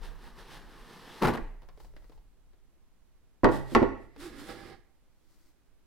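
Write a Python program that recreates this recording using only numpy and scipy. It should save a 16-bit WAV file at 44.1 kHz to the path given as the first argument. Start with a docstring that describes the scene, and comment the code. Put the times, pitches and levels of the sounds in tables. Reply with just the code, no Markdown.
"""The deep lid of a cardboard box is drawn up: friction noise on the tray, a scrape as it comes free, then
knocks and a low sway as the tray drops back. The lid ticks in the hands, lands on a wooden table with two
hollow knocks (damped modes excited by a blow) and is pushed across it with hiss, stick-slip and a squeak.
A sleeve brushes by afterwards, as coloured noise. The room is live and small, with quiet air; in stereo."""
import sys
import numpy as np
from scipy import signal
from scipy.fft import rfft, irfft, next_fast_len
from scipy.io import wavfile
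from scipy.ndimage import uniform_filter1d

SR = 44100
rng = np.random.default_rng(int(sys.argv[2]) if len(sys.argv) > 2 else 0)


def transcribe(signal):
    """Save signal, clipped to [-1, 1], as a 16-bit WAV file at the path in sys.argv[1]."""
    frames = np.atleast_2d(signal).T
    limited = np.clip(frames, -1, 1)
    pcm = np.round(limited * 32767).astype(np.int16)
    wavfile.write(sys.argv[1], SR, pcm)


N = 258426
TIME = np.arange(N) / SR

# Crack of a contact. Each row: frequency in Hz, relative level in dB, 60 dB decay time in seconds.
CRACK_DECAY = [(300, -5.5, 0.03), (1800, 3, 0.074), (3100, -5.5, 0.081), (4970, -9, 0.04),
               (7000, -16, 0.034), (15000, -20.5, 0.014)]


def from_db(db):
    """Logarithmic level: decibels become an amplitude gain."""
    return 10 ** (np.asarray(db) / 20)


def rms_one(x):
    """Normalization: scale to unit root mean square."""
    return x / np.sqrt(np.mean(x ** 2) + 1e-20)


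def pan(db):
    """Intensity stereo: left and right gains for a level difference, positive to the left."""
    return from_db(np.array([[db], [-db]]) / 2)


def at_hz(rows, hz, column=1):
    """Spectral envelope: interpolate a table column along log frequency."""
    rows = np.array(rows)
    return np.interp(np.log(hz + 1e-3), np.log(rows[:, 0]), rows[:, column])


def drift(rate):
    """Random modulation: straight lines between normal deviates drawn `rate` times a second."""
    return np.interp(TIME * rate, np.arange(N // 8), rng.standard_normal(N // 8))


def add(out, s, sound):
    """Superposition: mix a short stereo sound in at time s."""
    start = round(s * SR)
    out[:, start:start + sound.shape[1]] += sound[:, :N - start]


def turning(hz):
    """Phase is the running integral of a changing frequency."""
    return 2 * np.pi * np.cumsum(hz) / SR


def stroke(s, attack_s, hold_s, db, release_s):
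    """Exponential envelope, full from s on; attack and release are each the time for a factor of ten."""
    before = np.maximum(s - TIME, 0) / max(attack_s, 1e-3)
    after = np.maximum(TIME - s - hold_s, 0) / max(release_s, 1e-3)
    return from_db(db) * 10 ** -np.minimum(before + after, 10)


def strokes(rows, release_s):
    """Incoherent addition: the envelopes of several movements sum in power."""
    return np.sqrt(sum(stroke(*row, release_s) ** 2 for row in rows))


def stereo_spectrum(pair, colour, size, side_db=0):
    """Partial coherence: two unrelated noises, coloured, are blended as middle and side."""
    # Each row: frequency in Hz, left-right correlation before the side gain.
    likeness = [(40, 0.17), (130, 0.98), (280, 0.5), (480, 0.75), (1100, .87), (3000, 0.68), (7000, .3),
                (15000, 0.72)]
    hz = np.arange(size // 2 + 1) * SR / size
    mid, side = rfft(pair, size) * from_db(at_hz(colour, hz))
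    alike = np.clip(at_hz(likeness, hz), -.95, .95)
    middle_part = np.sqrt(1 + alike) * mid
    side_part = from_db(side_db) * np.sqrt(1 - alike) * side
    return hz, middle_part + side_part * [[1], [-1]]


def friction(colour, grain_db=0, grains_per_s=1000, side_db=0):
    """Friction noise: countless tiny slips of uneven size, coloured by the surface; rms 1."""
    slips = rng.standard_normal((2, N)) * from_db(grain_db * drift(grains_per_s))
    size = next_fast_len(N, True)
    spectrum = stereo_spectrum(slips, colour, size, side_db)[1]
    return rms_one(irfft(spectrum, size)[:, :N])


def dying_noise(table, size=24000, count=18):
    """High modal density: crowded modes act as noise, each band dying at its own rate; unit mean energy."""
    hz, spectrum = stereo_spectrum(rng.standard_normal((2, size)), table, size)
    centres = np.geomspace(40, 16000, count)
    t = np.arange(size) / SR
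    out = 0
    for centre, share in zip(centres, np.eye(count)):
        band = irfft(spectrum * np.interp(hz, centres, share), size)
        out = out + band * from_db(-60 * t / at_hz(table, centre, column=2))
    return rms_one(out) / np.sqrt(size)


def resonate(x, hz, width_hz):
    """Damped resonance: a two-pole filter with gain near 1 at its peak."""
    r = np.exp(-np.pi * width_hz / SR)
    feedback = [1, -2 * r * np.cos(2 * np.pi * hz / SR), r * r]
    return signal.lfilter((1 - r * r) / 2 * np.array([1, 0, -1]), feedback, x)


def room_air(level_db=-61.5):
    """Ambient noise: steady broadband noise falling with frequency."""
    # Each row: frequency in Hz, relative level in dB.
    floor_colour = [(20, -1.5), (50, -15.5), (62, -11), (90, -20.5), (150, -23.5), (220, -23), (330, -24),
                    (500, -30), (1000, -33.5), (2600, -40), (5600, -45), (12000, -48), (16000, -53)]
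    return from_db(level_db) * friction(floor_colour, side_db=4.5) * pan(-2.7)


def room(x, wet_db, delay_s=0.0049, build_s=0.003, side_db=-3):
    """Reverberation: late wall reflections thicken into a tail, much alike in the two close capsules."""
    # Each row: frequency in Hz, relative level in dB, 60 dB decay time in seconds.
    room_decay = [(60, 1, 0.87), (134, 1, 0.4), (293, -1.5, .46), (695, -0.5, 0.52), (1170, -2.5, 0.42),
                  (1800, -1, 0.62), (4500, -3.5, .43), (8080, -4, 0.52), (15000, -9.5, 0.24)]
    tail = dying_noise(room_decay, size=30000)
    centre = tail.mean(axis=0)
    tail = centre + from_db(side_db) * (tail - centre)
    since_arrival = np.maximum(np.arange(tail.shape[1]) / SR - delay_s, 0)
    onset = 1 - np.exp(-since_arrival / build_s)
    return x + from_db(wet_db) * signal.fftconvolve(x, tail * onset, axes=1)[:, :N]


def handling(flex_trim_db=-4, sway_trim_db=-2.0, brush_trim_db=3):
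    """Plate bending: gripped panels flex and sway in the deep bass; skin and cloth brush by as noise."""
    # Hands bear on the big panels.
    # Each row: start in seconds, attack in seconds, hold in seconds, level in dB before the trim.
    grips = [(.01, 0.06, 0.11, -39.5), (.25, 0.24, 0.53, -49.5), (1.08, 0.8, 0.048, -55),
             (1.228, 0.013, 0.055, -32.5), (1.68, .2, .28, -46.5), (2.05, 0.23, 0.16, -50),
             (2.46, 0.11, .06, -54.5), (3.02, 0.097, .2, -65), (4.16, 0.057, 0.38, -49.5)]
    # Fingers and sleeve. Each row: as for the grips.
    brushes = [(1.8, 0.041, .06, -70.5), (1.96, 0.067, .2, -80), (5.32, 0.22, 0.18, -75.5)]
    # A jolted panel pumps air.
    # Each row: start in seconds, frequency in Hz, level in dB before the trim, 60 dB decay in seconds.
    sways = [(1.225, 29, -38.5, .4), (1.418, 27.9, -29.5, 0.87), (1.945, 26, -39, 0.42),
             (3.436, 30, -32, 0.78), (3.752, 33.9, -29.5, 0.72)]
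    # Colours of flexing and brushing. Each row: frequency in Hz, relative level in dB.
    flex_colour = [(12, -9), (26, 3.5), (38, 6), (62, -18.5), (95, -20.5), (160, -20.5), (300, -56.5)]
    brush_colour = [(120, -50), (200, -22), (334, 5), (465, -43), (529, -21), (1530, -13.5), (1710, -29),
                    (1940, -11), (2510, -23), (4430, -13), (12200, -22), (16000, -21)]
    low = from_db(flex_trim_db) * strokes(grips, release_s=0.34) * friction(flex_colour) * pan(-.5)
    t = TIME[:SR]
    for s, hz, db, t60 in sways:
        decay = from_db(sway_trim_db + db - 60 * t / t60)
        add(low, s, decay * np.sin(2 * np.pi * hz * t) * pan(-2))
    brush = from_db(brush_trim_db) * strokes(brushes, release_s=.07) * friction(brush_colour, grain_db=2.5)
    return low + brush * pan(1.9)


def ticks(trim_db=13, snap_db=-4, pitch_db=4, width_hz=260, click_db=-4, click_s=0.0017, grip_s=0.032, count=6):
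    """Impulse response of card: a dry click, then a ring at one favoured pitch that the fingers damp."""
    # Each row: start in seconds, level in dB before the trim, favoured pitch in Hz.
    set_ticks = [(1.62, -43, 870), (1.631, -42, 875), (1.688, -38, 1070), (1.775, -43, 420),
                 (1.802, -39.5, 820), (1.847, -40.5, 870), (1.9648, -37, 1860), (2.043, -45.5, 940),
                 (2.096, -43, 394), (2.124, -49, 1000), (2.177, -49, 870), (2.533, -53, 402),
                 (4.163, -39, 412), (4.487, -33, 574)]
    # Each row: frequency in Hz, relative level in dB, 60 dB decay in seconds before the fingers damp it.
    tick_ring = [(152, 2, 0.041), (405, 2, 0.085), (970, -10, 0.12), (2200, -14.5, 0.12),
                 (4920, -16, 0.088), (6960, -31, 0.057), (15000, -28, .02)]
    # fainter ticks come at random while the fingers shift their grip
    from_s, to_s, faint_db, faint_hz = 1.6, 2.19, -49.5, 700
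    faint = []
    for when, force, pitch in rng.random((count, 3)):
        s = from_s + when * (to_s - from_s)
        # levels spread over 6 dB, pitches over two octaves
        faint.append((s, faint_db + 6 * (force - .5), faint_hz * 2 ** (2 * pitch - 1)))
    out = np.zeros((2, N))
    for s, db, hz in set_ticks + faint:
        snap = dying_noise(tick_ring, size=4000)
        t = TIME[:snap.shape[1]]
        click = dying_noise(CRACK_DECAY, size=4000) * np.exp(-t / click_s)
        snap = snap * np.exp(-t / grip_s) + from_db(click_db) * click
        ring = resonate(snap, hz, width_hz)
        add(out, s, from_db(db + trim_db) * (from_db(snap_db) * snap + from_db(pitch_db) * ring))
    return out


def judder(jitter=0.082, flutter_db=2.5, octave_db=-22, bend_s=.135):
    """Stick-slip oscillation: in each burst the slip rate and level swell and fall with the pressure."""
    # Each row: middle in seconds, length in seconds, slips per second in the middle, level in dB.
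    bursts = [(4.248, 0.19, 335, -46.5), (4.376, .09, 284, -51), (4.44, 0.063, 303, -46.5),
              (4.509, 0.04, 258, -51)]
    out = 0
    for s, length_s, per_s, db in bursts:
        # the slip rate falls to nothing bend_s away from the middle
        arch = np.maximum(1 - ((TIME - s) / bend_s) ** 2, 0)
        phase = turning(per_s * arch * (1 + jitter * drift(150)))
        swell = np.cos(np.pi * np.clip((TIME - s) / length_s, -.5, .5))
        wave = np.sin(phase) + from_db(octave_db) * np.sin(2 * phase)
        out = out + from_db(db) * swell * np.sqrt(2) * wave
    return out * from_db(flutter_db * drift(61))


def lid_on_table(hiss_trim_db=3, drag_trim_db=-1, coarse_db=-4, squeak_jitter=.04):
    """Sliding friction: the edge hisses on the wood, sings through wall resonances, judders and squeaks."""
    # Pushes over the table.
    # Each row: start in seconds, attack in seconds, hold in seconds, level in dB before the trim.
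    pushes = [(3.524, 0.036, 0.039, -51.5), (3.728, .11, .012, -55), (4.02, .1, 0.025, -76),
              (4.204, 0.03, 0.062, -54), (4.4, 0.1, 0.008, -55), (4.49, 0.15, 0.029, -54.5),
              (4.58, .1, 0.12, -64)]
    # The rim drags, catches and digs in before it stops. Each row: as for the pushes.
    drags = [(4.23, 0.11, 0.291, -55), (4.497, 0.036, 0.0055, -44.5), (4.56, 0.17, 0.17, -52)]
    # Colours of the hiss and of the coarse slips. Each row: frequency in Hz, relative level in dB.
    slide_colour = [(100, -22), (250, -4), (700, -3.5), (1400, 2.5), (2050, -2), (2400, -4), (3500, -1.5),
                    (5200, -5.5), (6200, -9.5), (9000, -8), (12000, -13.5), (16000, -21)]
    drag_colour = [(100, 9), (300, 0.5), (1000, -4.5), (2100, -1.5), (2500, -6.5), (5200, -6),
                   (6300, -24.5), (16000, -50)]
    # Resonances of the lid's walls. Each row: frequency in Hz, width in Hz, relative level in dB.
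    wall_modes = [(340, 84, 2.5), (488, 23, -1), (790, 14, 0.5), (1183, 150, -8), (1655, 46, -3),
                  (2020, 170, -18)]
    drag_release_s = 0.061
    hiss = friction(slide_colour, grain_db=2.0, grains_per_s=4400)
    hiss = from_db(hiss_trim_db) * strokes(pushes, release_s=.085) * hiss
    slips = friction(drag_colour, grain_db=0.5, grains_per_s=420)
    walls = rms_one(sum(from_db(db) * resonate(slips, hz, width) for hz, width, db in wall_modes))
    drag = from_db(drag_trim_db) * strokes(drags, drag_release_s) * (walls + from_db(coarse_db) * slips)
    # after the catch the rim squeaks thinly, sagging as the lid slows
    squeak_s, squeak_hold_s, squeak_start_hz, sag_hz_per_s, squeak_db = 4.5, 0.243, 817, 150, -58.5
    squeak_hz = squeak_start_hz - sag_hz_per_s * (TIME - squeak_s)
    squeak_hz = squeak_hz * (1 + squeak_jitter * drift(300))
    squeak = stroke(squeak_s, 0.029, squeak_hold_s, squeak_db, drag_release_s) * np.sin(turning(squeak_hz))
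    squeak = squeak * from_db(3 * drift(70))
    return hiss * pan(-2.5) + drag * pan(-7.0) + (judder() + squeak) * pan(-6.0)


def lid_on_tray(hiss_trim_db=-1, rasp_db=-63, rasp_changes_per_s=800, scrape_trim_db=-1):
    """Speed-dependent friction: rubbing grows louder and brighter, then coarse slips as the rim lets go."""
    # Short tugs ease the lid up.
    # Each row: start in seconds, attack in seconds, hold in seconds, hiss level in dB before the trim.
    tugs = [(.036, 0.039, .02, -54.5), (.24, 0.13, .04, -60), (.39, 0.052, .015, -56),
            (.525, 0.12, .03, -53), (.7, .08, .12, -66.5), (.92, 0.14, .03, -61)]
    # The rim scrapes free, then grazes the tray once more.
    # Each row: start in seconds, attack in seconds, hold in seconds, level in dB before the trim.
    scrapes = [(1.221, .006, 0.07, -23), (1.339, 0.015, 0.0068, -29.5)]
    # Colours of rumble, hiss and scrape. 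Each row: frequency in Hz, relative level in dB.
    rub_body = [(60, -19.5), (110, -4.5), (160, 4), (290, 0.5), (470, 1.5), (620, -7.5), (850, 0),
                (1130, -1.5), (1400, -5.5), (1800, -4), (2250, -21), (3300, -32.5)]
    rub_hiss = [(1180, -35.5), (2000, -2), (2240, -5.5), (2860, -3), (4120, -5), (5390, -8), (7000, -16.5),
                (8630, -15), (12700, -20), (15200, -26), (16000, -36.5)]
    scrape_colour = [(40, -11), (90, -8.5), (150, -3), (220, 0), (285, -7), (385, 1.5), (620, -13),
                     (860, -4.5), (1150, -11.5), (1700, -15.5), (2400, -21.5), (4500, -29.5), (7000, -38.5),
                     (12500, -39.5), (16000, -47)]
    scrape_release_s = 0.044
    # under the tugs a steady pull gathers speed until the lid comes free
    free_s, pull_db, pull_rise_db_per_s = 1.215, -54, 22
    # the walls' rumble grows more slowly than the hiss: level at full pull, dB per dB of hiss
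    rumble_db, rumble_follows = -51, 0.61
    to_go = np.maximum(free_s - TIME, 0)
    pull = from_db(pull_db - pull_rise_db_per_s * to_go)
    speed = np.hypot(pull, strokes(tugs, release_s=0.11)) * (TIME < free_s)
    rumble = from_db(rumble_db) * (speed / from_db(pull_db)) ** rumble_follows
    body = rumble * friction(rub_body, grain_db=1.5, grains_per_s=180, side_db=-5)
    hiss = friction(rub_hiss, grain_db=1.35, grains_per_s=1300, side_db=-5.5)
    hiss = from_db(hiss_trim_db) * speed * hiss
    # in the last stretch the card's grain rasps past the rim, rising in pitch as the lid speeds up
    rasp_s, rasp_end_hz, rasp_octaves_per_s = 0.11, 4400, 3.3
    rasp_hz = rasp_end_hz * 2 ** (-rasp_octaves_per_s * to_go)
    ridges = drift(rasp_changes_per_s) * np.sin(turning(rasp_hz))
    rasp = stroke(free_s - rasp_s, .12, rasp_s, rasp_db, scrape_release_s) * rms_one(ridges)
    scrape = friction(scrape_colour, grain_db=3, grains_per_s=400, side_db=-5.5)
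    scrape = from_db(scrape_trim_db) * strokes(scrapes, scrape_release_s) * scrape
    return (body + hiss + rasp) * pan(-.4) + scrape * pan(2.0)


def blows(count=3):
    """Repeated impact: single knocks, and landings whose rebounds come after growing gaps, weaker and duller."""
    # Each row: start in seconds, relative level in dB, contact brightness in Hz, place along the panel.
    single_knocks = [(1.219, -31.5, 1300, 0.8), (1.251, -23.5, 1250, 0.35), (1.2903, -21, 590, 0.55),
                     (1.35, -37, 895, 0.6), (1.374, -34, 1930, 1), (1.389, -30, 234, 0.59),
                     (3.434, -12.5, 554, .01), (3.4883, -16.5, 800, .54), (3.72, -29, 357, 0.75),
                     (3.817, -10.5, 380, 0.69), (3.828, -16, 780, 0.5)]
    # The rim lands flat on the table.
    # Each row: start in seconds, relative level in dB, contact brightness in Hz, place along the panel,
    # gap to the first rebound in seconds, shift of place per rebound.
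    landings = [(3.4445, -7.5, 1150, 0.2, .0067, .15), (3.7498, -9.5, 1741, .55, .0045, .08)]
    gap_stretch, loss_db, dulling = 1.9, 2.5, 0.74
    rows = list(single_knocks)
    for s, db, hz, place, gap_s, shift in landings:
        for k in range(count):
            rows.append((s, db - k * loss_db, hz * dulling ** k, place + k * shift))
            s = s + gap_s * gap_stretch ** k
    return rows


def lid_ring(place, t, node_depth=0.56, mode_spacing_hz=110, stiffening=0.032, spread_s=0.0017):
    """Modal superposition: where the lid rests sets its modes' strengths and shifts their pitch a little."""
    # Low modes push air one way and pull it the other.
    # Each row: frequency in Hz before the shift, relative level in dB, 60 dB decay time in seconds,
    # left-right level difference in dB, lead of the left in radians.
    lid_modes = [(74.1, -24.5, 0.37, -8.5, 3), (137.6, -26, 1, -4, 3), (173, -19.5, .2, 0, -1),
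                 (215.7, -3, 0.13, -10, -2), (268, -2, 0.1, -8.5, 0.5), (294.5, -5.5, 0.11, -2.5, 3),
                 (333, 1, 0.11, 1.5, 1.0), (395.3, -10.5, 0.22, -7, -2), (423.5, -6.5, 0.14, -1.5, 1.13),
                 (471, -13, 0.082, -3.5, 0.5), (510, -2.5, 0.14, -3, 1.1), (620, -8, 0.088, -1, -1),
                 (717, -13.5, 0.11, 0, -0.65), (813, -17.5, 0.34, 0.5, 1.5), (873, -3.5, 0.093, -3.5, 1.5),
                 (889, -9, 0.079, 3, 2.5), (970, -7, 0.1, -0.5, 0), (1102, -6, 0.12, 0, -0.5),
                 (1144, -11.5, 0.12, 0.5, -0.5), (1387, -13, 0.11, -2.5, 2.5),
                 (1420, -12.5, 0.21, -3.5, -1), (1620, -15, 0.067, 2.5, 0.7),
                 (1980, -10.5, 0.12, -3.5, 3.3), (1900, -17, .06, -5, 4.5), (2511, -22.5, 0.11, -4.5, 3.45),
                 (2520, -21, 0.1, -1.5, -2.5), (3191, -22.5, .12, -2, -0.7)]
    hz, mode_db, t60, side_db, lead = np.transpose(lid_modes)[:, :, None]
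    # neighbouring modes start in opposite directions
    direction = (-1) ** np.arange(len(lid_modes))[:, None]
    shape = (1 + node_depth * np.cos(np.pi * place * hz / mode_spacing_hz)) * direction
    decay = shape * from_db(mode_db - 60 * t / t60)
    phase = 2 * np.pi * hz * (1 + stiffening * (place - .35)) * t
    ears = []
    for ear in (1, -1):
        modes = decay * from_db(ear * side_db / 2) * np.sin(phase + ear * lead / 2)
        ears.append(modes.sum(axis=0))
    # the bending wave takes a moment to fill the panel
    return np.array(ears) * (1 - np.exp(-t / spread_s))


def knocks(ring_db=-4, panel_db=19, crack_db=17, crack_brightness=5, corner_db=-1, corner_hz=1900,
           corner_t60=0.023, size=16000):
    """Impact excitation: a blow rings the lid and cracks at the contact; a soft contact leaves out the highs."""
    # Crowded, quickly damped panel modes.
    # Each row: frequency in Hz, relative level in dB, 60 dB decay time in seconds.
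    panel_decay = [(40, -8.5, 0.5), (120, -2, 0.057), (299.8, -3.5, 0.18), (600, 1.5, 0.051),
                   (1002, 11.5, 0.029), (1880, -3.5, 0.054), (4000, -18, .06), (15000, -34.5, .04)]
    # Stereo place of the lid. Each row: time in seconds, left-right level difference in dB.
    lid_place = [(1.4, -2), (3.4, -0.5), (3.9, -0.5)]
    # harder contacts crack more: level at a brightness of 1 kHz, and its rise with brightness
    sharp_1khz_db, sharp_db_per_octave = -13, 10.5
    out = np.zeros((2, N))
    t = np.arange(size) / SR
    # a hard contact also snaps the stiff folded corner
    corner = from_db(corner_db - 60 * t / corner_t60) * np.sin(2 * np.pi * corner_hz * t)
    for s, db, contact_hz, place in blows():
        sharp_db = sharp_1khz_db + sharp_db_per_octave * np.log2(contact_hz / 1000)
        gain = from_db(db) * pan(np.interp(s, *np.transpose(lid_place)))
        panel = from_db(panel_db) * dying_noise(panel_decay, size=size) * pan(-2.5)
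        body = from_db(ring_db) * lid_ring(place, t) + panel
        soften_body = signal.butter(2, min(contact_hz, SR / 4), fs=SR, output="sos")
        body = signal.sosfilt(soften_body, body)
        add(out, s, gain * (body + from_db(sharp_db) * corner * pan(-2.0)))
        soften_crack = signal.butter(1, min(crack_brightness * contact_hz, SR / 3), fs=SR, output="sos")
        crack = signal.sosfilt(soften_crack, dying_noise(CRACK_DECAY, size=3000))
        add(out, s, gain * from_db(sharp_db + crack_db) * crack * pan(-1.8))
    return out


def scene():
    """Superposition of sources: the box and its ticks reverberate by different shares; handling and air are dry."""
    box = knocks() + lid_on_tray() + lid_on_table()
    return room(box, wet_db=-13.0) + room(ticks(), wet_db=-10.0) + handling() + room_air()


def record(dry, threshold_db=-9, release_db_per_s=1200, cutoff_hz=15900):
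    """Peak limiting: a fast limiter in each channel holds the knocks down; then a low-pass cuts the top."""
    over = np.maximum(20 * np.log10(np.abs(dry) + 1e-9) - threshold_db, 0)
    # the gain reduction rises at once and falls at a steady rate
    fall = release_db_per_s * TIME
    held = np.maximum.accumulate(over + fall, axis=1) - fall
    limited = dry * from_db(-uniform_filter1d(held, size=8))
    return signal.sosfilt(signal.ellip(10, .1, 80, cutoff_hz, fs=SR, output="sos"), limited)


dry = scene()
out = record(dry)
transcribe(out)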